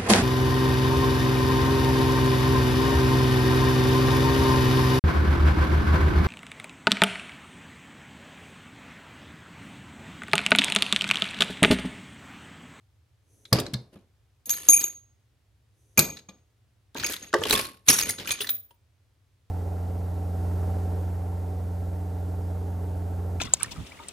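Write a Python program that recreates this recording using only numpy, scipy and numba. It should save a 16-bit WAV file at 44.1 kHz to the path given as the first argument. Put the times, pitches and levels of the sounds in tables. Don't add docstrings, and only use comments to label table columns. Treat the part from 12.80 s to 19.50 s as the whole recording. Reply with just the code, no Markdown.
import sys
import numpy as np
from scipy import signal
from scipy.fft import rfft, irfft
from scipy.io import wavfile
from scipy.ndimage import uniform_filter1d
from numba import njit

SR = 44100
rng = np.random.default_rng(int(sys.argv[2]) if len(sys.argv) > 2 else 0)


def wav_out(sig):
    wavfile.write(sys.argv[1], SR, np.round(np.clip(np.atleast_2d(sig).T, -1, 1) * 32767).astype(np.int16))


N = 295470

# f/Hz, relative level per Hz/dB
HUM_SPECTRUM = [(18, -59), (30, -31.5), (52, -5.5), (100, 0), (117, -2.5), (156, -22.5), (237, -23.5),
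                (970, -32.5), (1590, -34), (2240, -35), (3400, -36), (6540, -41), (15500, -46)]
HUM_DB = -65
# t/s, held/s, level/dB
REACHES = [(0.528, 0.18, -73.5), (3.0, .17, -79.5)]
REACH_RISE_DB_S, REACH_FALL_DB_S = 200, 295
# low f/Hz, high f/Hz, relative level/dB
CLOTH_BANDS = [(250, 450, 2), (5900, 6600, -2), (8300, 11500, 0)]

# t/s, shelf boom level/dB, boom f/Hz, case and panel level/dB
KNOCKS = [(0.725, -13, 126, -16), (0.784, -21, 257, -23), (0.933, -25.5, 141, -59.5),
          (0.947, -25, 125.6, -37.5), (1.159, -41, 203, -49), (1.887, -25.5, 312, -28),
          (2.033, -59, 314, -39), (3.177, -21, 207, -21.5), (3.186, -17, 147.4, -17.5),
          (3.291, -45, 177, -38), (3.487, -40.5, 194.5, -47.5), (4.152, -31, 272.7, -30.5),
          (4.209, -41, 93, -47.5), (4.246, -39.5, 322, -33), (4.297, -34.5, 290, -35),
          (4.537, -38.5, 270, -12), (4.548, -43.5, 298, -13.5), (4.591, -34.5, 94, -57),
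          (4.616, -59.5, 215, -21.5), (4.654, -48, 263, -24.5), (4.705, -24.5, 280, -25),
          (4.728, -48, 263, -21.5), (4.791, -36.5, 296, -26), (5.083, -24, 154.3, -26),
          (5.094, -18.5, 270.5, -37), (5.129, -48, 280, -29), (5.291, -39.5, 96, -33.5),
          (5.455, -50, 179, -51), (5.605, -42, 244, -62), (5.907, -74, 142.4, -58.5)]
# f/Hz, relative level/dB, time to fall 60 dB/s
PANEL_MODES = [(352, -11, 0.13), (414, -0.5, 0.049), (514, -5, 0.069), (631, -4.5, 0.046),
               (881, -3.5, 0.042), (1095, -10.5, 0.053), (1178, -2.5, 0.033), (1660, -9.5, 0.055)]
PANEL_SCATTER_DB, PANEL_DETUNE = 2.5, 0.03

# t/s, held/s, rattle level/dB, treble level/dB, drawer rumble level/dB
STIRS = [(0.738, 0.0067, -37.5, -49, -25), (.95, 0.01, -77, -70, -48), (1.13, 0.025, -71, -76.5, -57.5),
         (1.67, 0.033, -60, -63.5, -55.5), (1.72, 0.15, -53.5, -49.5, -59.5),
         (1.898, 0.12, -46, -43, -51.5), (3.188, 0.011, -37.5, -67, -31.5), (3.489, 0.023, -73, -90, -59.5),
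         (4.168, 0.11, -43, -57.5, -48.5), (4.278, 0.046, -42.5, -44.5, -52.5),
         (4.42, 0.013, -51.5, -59, -53.5), (4.558, 0.074, -48.5, -55.5, -48.5),
         (4.66, 0.046, -38, -42.5, -41.5), (4.728, 0.01, -26.5, -27, -31.5),
         (5.089, 0.013, -28, -21.5, -36.5), (5.188, 0.085, -42, -43, -43.5), (5.39, 0.023, -47, -57, -45),
         (5.488, 0.0067, -37.5, -47, -45), (5.602, 0.091, -56.5, -84, -54.5)]
STIR_RISE_DB_S, SETTLE_DB_S, RUMBLE_SETTLE_DB_S = 1497.5, 189.5, 149.5
CLINKS_PER_S, CLINK_DB, CLINK_SCATTER_DB = 200, 6, 3.5
CLINK_HZ, CLINK_OCTAVES, CLINK_T60_S = 3100, 0.7, 0.022

# t/s, low modes level/dB, middle modes level/dB, high modes level/dB
BAR_HITS = [(1.6586, -63.5, -37.5, -40), (1.7034, -46, -17, -22), (1.8868, -38.5, -5.5, -12.5),
            (1.8956, -44, -6.5, -23), (1.9325, -25.5, -17, -29), (1.9564, -103.5, -18, -26),
            (1.9744, -29.5, -22.5, -20.5), (2.0396, -42, -28, -30.5), (3.1778, -17.5, -15.5, -19),
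            (3.3004, -43.5, -35.5, -45), (3.4869, -54.5, -48, -68.5), (4.1726, -44, -40, -48),
            (4.2428, -30, -20.5, -42.5), (4.2986, -52, -61.5, -35.5), (4.4263, -56, -37, -54),
            (5.0847, -27, -11, -21.5), (5.1505, -54, -34, -39), (5.2244, -36, -22.5, -37),
            (5.3054, -62, -32, -43), (5.4744, -35, -39, -36), (5.5134, -28, -29, -48)]
BAR_HZ = [2384, 2420, 6560, 6530, 6480, 12348, 12240]
BAR_DB = [-3, 1, -1.5, -11, -0.5, 1, -3]
BAR_T60_S = [0.082, 0.15, 0.13, .4, .05, 0.21, .1]
# t/s, which socket, level/dB
SOCKET_HITS = [(1.7464, "deep", -55), (1.8988, "deep", -19), (1.9324, "deep", -15), (1.9175, "small", -46),
               (1.9759, "small", -42), (2.0515, "deep", -45), (4.1754, "small", -47), (4.2482, "deep", -46),
               (5.0895, "deep", -25), (5.0908, "small", -56), (5.1052, "deep", -38), (5.1437, "deep", -38),
               (5.2907, "deep", -28), (5.3046, "deep", -34.5), (5.3941, "small", -52),
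               (5.463, "deep", -44.5), (5.508, "deep", -33.5), (5.604, "small", -34), (5.611, "deep", -35),
               (5.692, "small", -25.5), (5.7033, "small", -23.5), (5.91, "deep", -69)]
DEEP_HZ = [9712, 9750, 10932]
DEEP_DB = [3.5, -12, -16.5]
SMALL_HZ = [14864]
SMALL_DB = [3.5]
DEEP_T60_S, SMALL_T60_S = 0.14, 0.27
# t/s, level/dB, f/Hz, time to fall 60 dB/s
EXTRA_TONES = [(1.657, -40.5, 10920, 0.12), (1.657, -34, 13700, 0.086), (0.944, -62.5, 1080, 0.47),
               (2.04, -5, 6700, 0.014), (3.488, -57, 1192, 0.12), (4.577, -34.5, 441, 0.57),
               (4.73, -28, 1088, .35), (4.74, -34.5, 1165, 0.35), (5.085, -10, 5730, 0.051),
               (5.104, -25, 5725, 0.33), (5.605, -32, 408, 0.092), (5.69, -20.5, 3753, 0.023),
               (5.908, -54, 940, 0.086)]

# t/s, level/dB, colour f/Hz, treble level/dB
CLACKS = [(0.652, -43.5, 3530, -57), (0.7278, -16.5, 4860, -15), (0.7454, -51, 1800, -33),
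          (0.786, -26, 4540, -36), (0.7978, -32, 3800, -24), (0.8638, -38, 4000, -81),
          (0.9345, -37, 3040, -32), (0.938, -31, 3940, -93), (1.656, -59, 6000, -37),
          (1.694, -34, 6400, -21), (1.704, -31, 6200, -25.5), (1.735, -31.5, 4200, -27),
          (1.8851, -32.5, 2740, -17), (2.0086, -58, 2530, -22), (2.0358, -44, 2600, -58),
          (3.1743, -20.5, 2510, -16), (3.191, -20.5, 2470, -7.5), (3.3595, -55.5, 3730, -72),
          (3.369, -39, 3750, -69), (3.3886, -42.5, 4000, -74), (3.4914, -46.5, 3520, -72),
          (4.145, -45.5, 3640, -46.5), (4.1682, -42, 2460, -39.5), (4.1969, -32.5, 4230, -50),
          (4.209, -43, 2250, -60), (4.233, -27, 1690, -34.5), (4.2439, -24.5, 2504, -29),
          (4.2625, -28, 5330, -22), (4.2989, -38, 1810, -28), (4.321, -37, 2120, -26.5),
          (4.3338, -31, 3430, -27.5), (4.363, -36.5, 3720, -39.5), (4.5281, -34.5, 1520, -58),
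          (4.5391, -23.5, 1800, -42), (4.6353, -24.5, 3150, -31), (4.6524, -31.5, 3200, -55),
          (4.695, -30.5, 3500, -22.5), (4.7074, -18.5, 3930, -18.5), (4.726, -16.5, 2640, -15),
          (4.736, -23.5, 4040, -15), (4.758, -29.5, 5270, -29.5), (4.7698, -34, 2500, -43),
          (4.7905, -25.5, 2510, -46.5), (4.8107, -38, 4580, -31.5), (4.8364, -44.5, 5130, -36),
          (4.8509, -32.5, 4000, -36.5), (5.0824, -14, 3790, -17.5), (5.0876, -32.5, 5770, -15.5),
          (5.1016, -16.5, 5240, -23.5), (5.142, -26.5, 5770, -58), (5.1864, -22, 5900, -22),
          (5.2012, -27, 2560, -24), (5.2098, -25, 4760, -22.5), (5.2227, -30.5, 2150, -35),
          (5.2928, -26, 2000, -20.5), (5.305, -52, 4740, -21.5), (5.3824, -33.5, 3930, -57),
          (5.3975, -37, 3300, -54.5), (5.455, -34.5, 1510, -58), (5.4722, -29.5, 2840, -45),
          (5.489, -42, 2370, -32), (5.5049, -23, 3570, -36), (5.517, -37, 2570, -18.5),
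          (5.5887, -39, 3440, -52), (5.605, -27.5, 3040, -35), (5.6147, -26, 3600, -41),
          (5.622, -40, 3720, -49), (5.6438, -34.5, 1870, -49), (5.669, -33.5, 3910, -34),
          (5.69, -25, 3640, -22.5), (5.9069, -58.5, 3025, -76)]
CLACK_T60_S, CHATTER_DB = 0.031, 3.5
CRACK_SHARE = 1.05
COLOUR_WIDTH = 1.12

ROOM_T60_S, ROOM_DB = 0.27, -15.5
TOP_HZ = 16300


def undb(db):
    return 10 ** (np.asarray(db) / 20)


def band(x, lo_hz, hi_hz):
    sos = signal.butter(2, [lo_hz, min(hi_hz, 0.45 * SR)], "band", fs=SR, output="sos")
    return signal.sosfilt(sos, x) * np.sqrt(SR / 2 / (hi_hz - lo_hz))


def fade(t60, count):
    return np.exp(-np.log(1000) * np.arange(count) / (max(t60, 0.004) * SR))


def stereo_noise(count, side_db, alike_hz):
    mid, side = rng.standard_normal((2, count))
    highpass = signal.butter(1, alike_hz, "high", fs=SR, output="sos")
    side = signal.sosfilt(highpass, side) * undb(side_db)
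    return np.array([mid + side, mid - side])


def swell(s, held_s, db, rise_db_s, fall_db_s):
    t = np.arange(0, N / SR + 0.002, 0.001)[:, None]
    before = np.maximum(s - t, 0)
    after = np.maximum(t - s - np.abs(held_s), 0)
    level = db - rise_db_s * before - fall_db_s * after
    gain = np.sqrt(np.sum(undb(level) ** 2, axis=1))
    return np.interp(np.arange(N) / SR, t[:, 0], gain)


@njit
def add(out, start, hz, t60, rise_s, left, right):
    z = 1 + 0j
    turn_and_decay = np.exp((2j * np.pi * hz - np.log(1000) / t60) / SR)
    wait, wait_decay = 1., np.exp(-1 / (rise_s * SR))
    for i in range(start, min(out.shape[1], start + int(1.3 * t60 * SR))):
        out[0, i] += (1 - wait) * (left * z).imag
        out[1, i] += (1 - wait) * (right * z).imag
        z *= turn_and_decay
        wait *= wait_decay


def strike(s, hz, db, t60, rise_s, scatter_db, detune, ports_rad):
    scatter = rng.standard_normal((len(hz), 3))
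    for f, d, t, (a, b, c) in zip(hz, db, t60, scatter):
        gain = undb(d + scatter_db * a)
        turn = np.exp(0.5j * ports_rad * (1 + 0.14 * c))
        pitch = f * (1 + detune * b)
        yield int(s * SR), pitch, max(t, 0.01), max(rise_s, 1e-4), gain * turn, gain / turn


def hum():
    f = np.maximum(np.fft.rfftfreq(N, 1 / SR), 1)
    hz, db = np.transpose(HUM_SPECTRUM)
    shape = undb(np.interp(np.log(f), np.log(hz), db))
    x = irfft(rfft(stereo_noise(N, -3.8, 310)) * shape, N)
    return x * undb(HUM_DB) / np.sqrt(np.mean(x.mean(axis=0) ** 2))


def sleeve():
    cloth = stereo_noise(N, -8.5, 500)
    hiss = sum(undb(db) * band(cloth, lo_hz, hi_hz) for lo_hz, hi_hz, db in CLOTH_BANDS)
    return hiss * swell(*np.transpose(REACHES), REACH_RISE_DB_S, REACH_FALL_DB_S)


def knocks():
    out = np.zeros((2, N))
    hz, db, t60 = np.transpose(PANEL_MODES)
    for s, boom_db, boom_hz, panel_db in KNOCKS:
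        boom = strike(s, [boom_hz, 1.5 * boom_hz], [boom_db, boom_db + 0.77],
                      [19 / boom_hz, 7 / boom_hz], rise_s=0.0016, scatter_db=0, detune=0,
                      ports_rad=0.044)
        panels = strike(s, hz, db + panel_db, t60, rise_s=0.0022, scatter_db=PANEL_SCATTER_DB,
                        detune=PANEL_DETUNE, ports_rad=0.4)
        for mode in (*boom, *panels):
            add(out, *mode)
    return out


def clinks(stirred):
    out = np.zeros((2, N))
    count = int(CLINKS_PER_S * N / SR)
    starts = (rng.random(count) * N).astype(int)
    pitch, size = rng.standard_normal((2, count))
    pitches_hz = np.minimum(CLINK_HZ * 2 ** (CLINK_OCTAVES * pitch), 0.3 * SR)
    gains = undb(CLINK_DB + CLINK_SCATTER_DB * size) * stirred[starts]
    for i, hz, gain in zip(starts, pitches_hz, gains):
        add(out, i, hz, CLINK_T60_S, 5e-4, gain * np.exp(0.6j), gain * np.exp(-0.6j))
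    return out


def rattle():
    s, held_s, mid_db, top_db, low_db = np.transpose(STIRS)
    mid = swell(s, held_s, mid_db, STIR_RISE_DB_S, SETTLE_DB_S)
    top = swell(s, held_s, top_db, STIR_RISE_DB_S, SETTLE_DB_S)
    low = swell(s, held_s, low_db, STIR_RISE_DB_S, RUMBLE_SETTLE_DB_S)
    contacts = (rng.random(N) < 500 / SR) * undb(2.0 * rng.exponential(size=N))
    grain = np.convolve(contacts, fade(0.015, 800))[:N] + 0.27
    grain = grain / np.sqrt(np.mean(grain ** 2)) * stereo_noise(N, -2.0, 500)
    steel = mid * band(grain, 1200, 4800) + top * band(grain, 9000, 12000)
    rumble = low * band(stereo_noise(N, -14.5, 300), 37, 440)
    return steel + clinks(mid) + rumble


def rings():
    out = np.zeros((2, N))
    blows = []
    for s, *group_db in BAR_HITS:
        mode_db = np.add(BAR_DB, np.repeat(group_db, repeats=[2, 3, 2]))
        blows.append((s, BAR_HZ, mode_db, BAR_T60_S))
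    sockets = {"deep": (DEEP_HZ, DEEP_DB, DEEP_T60_S), "small": (SMALL_HZ, SMALL_DB, SMALL_T60_S)}
    for s, which, db in SOCKET_HITS:
        hz, mode_db, t60 = sockets[which]
        blows.append((s, hz, np.add(mode_db, db), [t60] * len(hz)))
    for s, db, hz, t60 in EXTRA_TONES:
        blows.append((s, [hz], [db], [t60]))
    for blow in blows:
        for mode in strike(*blow, rise_s=0.00078, scatter_db=1.2, detune=0.0012, ports_rad=1.3):
            add(out, *mode)
    flutter = uniform_filter1d(uniform_filter1d(rng.standard_normal(N), size=250), size=250)
    return out * undb(2.2 * flutter / flutter.std())


def clacks():
    out, size = np.zeros((2, N)), 6000
    onset = 1 - np.exp(-np.arange(size) / (0.0019 * SR))
    for s, db, hz, top_db in CLACKS:
        chatter = undb(CHATTER_DB * np.repeat(rng.standard_normal(size // 50), 50))
        burst = stereo_noise(size, -4.5, 500) * chatter * onset * fade(CLACK_T60_S, size)
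        colour = band(burst, hz / COLOUR_WIDTH, hz * COLOUR_WIDTH)
        body = colour + CRACK_SHARE * band(burst, 1200, 6000)
        tick = band(burst, 3500, 14000)
        i = int(s * SR)
        out[:, i:i + size] += undb(db) * body + undb(top_db) * tick
    return out


def scene():
    near = sleeve() + knocks() + rattle() + rings() + clacks()
    size = 20000
    echo = band(stereo_noise(size, -4.5, 300), 130, 8400) * fade(ROOM_T60_S, size)
    echo[:, :150] = 0
    echo = echo / np.sqrt(np.sum(echo ** 2) / 2)
    wet = signal.fftconvolve(near.mean(axis=0, keepdims=True), echo, axes=1)[:, :N]
    return near + undb(ROOM_DB) * wet + hum()


def record(dry):
    thin = signal.sosfilt(signal.butter(2, [50, 15000], "band", fs=SR, output="sos"), dry)
    rounded = np.tanh(0.92 * thin) / 0.77
    return signal.sosfilt(signal.ellip(10, 0.2, 90, TOP_HZ, fs=SR, output="sos"), rounded)


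dry = scene()
out = record(dry)
wav_out(out)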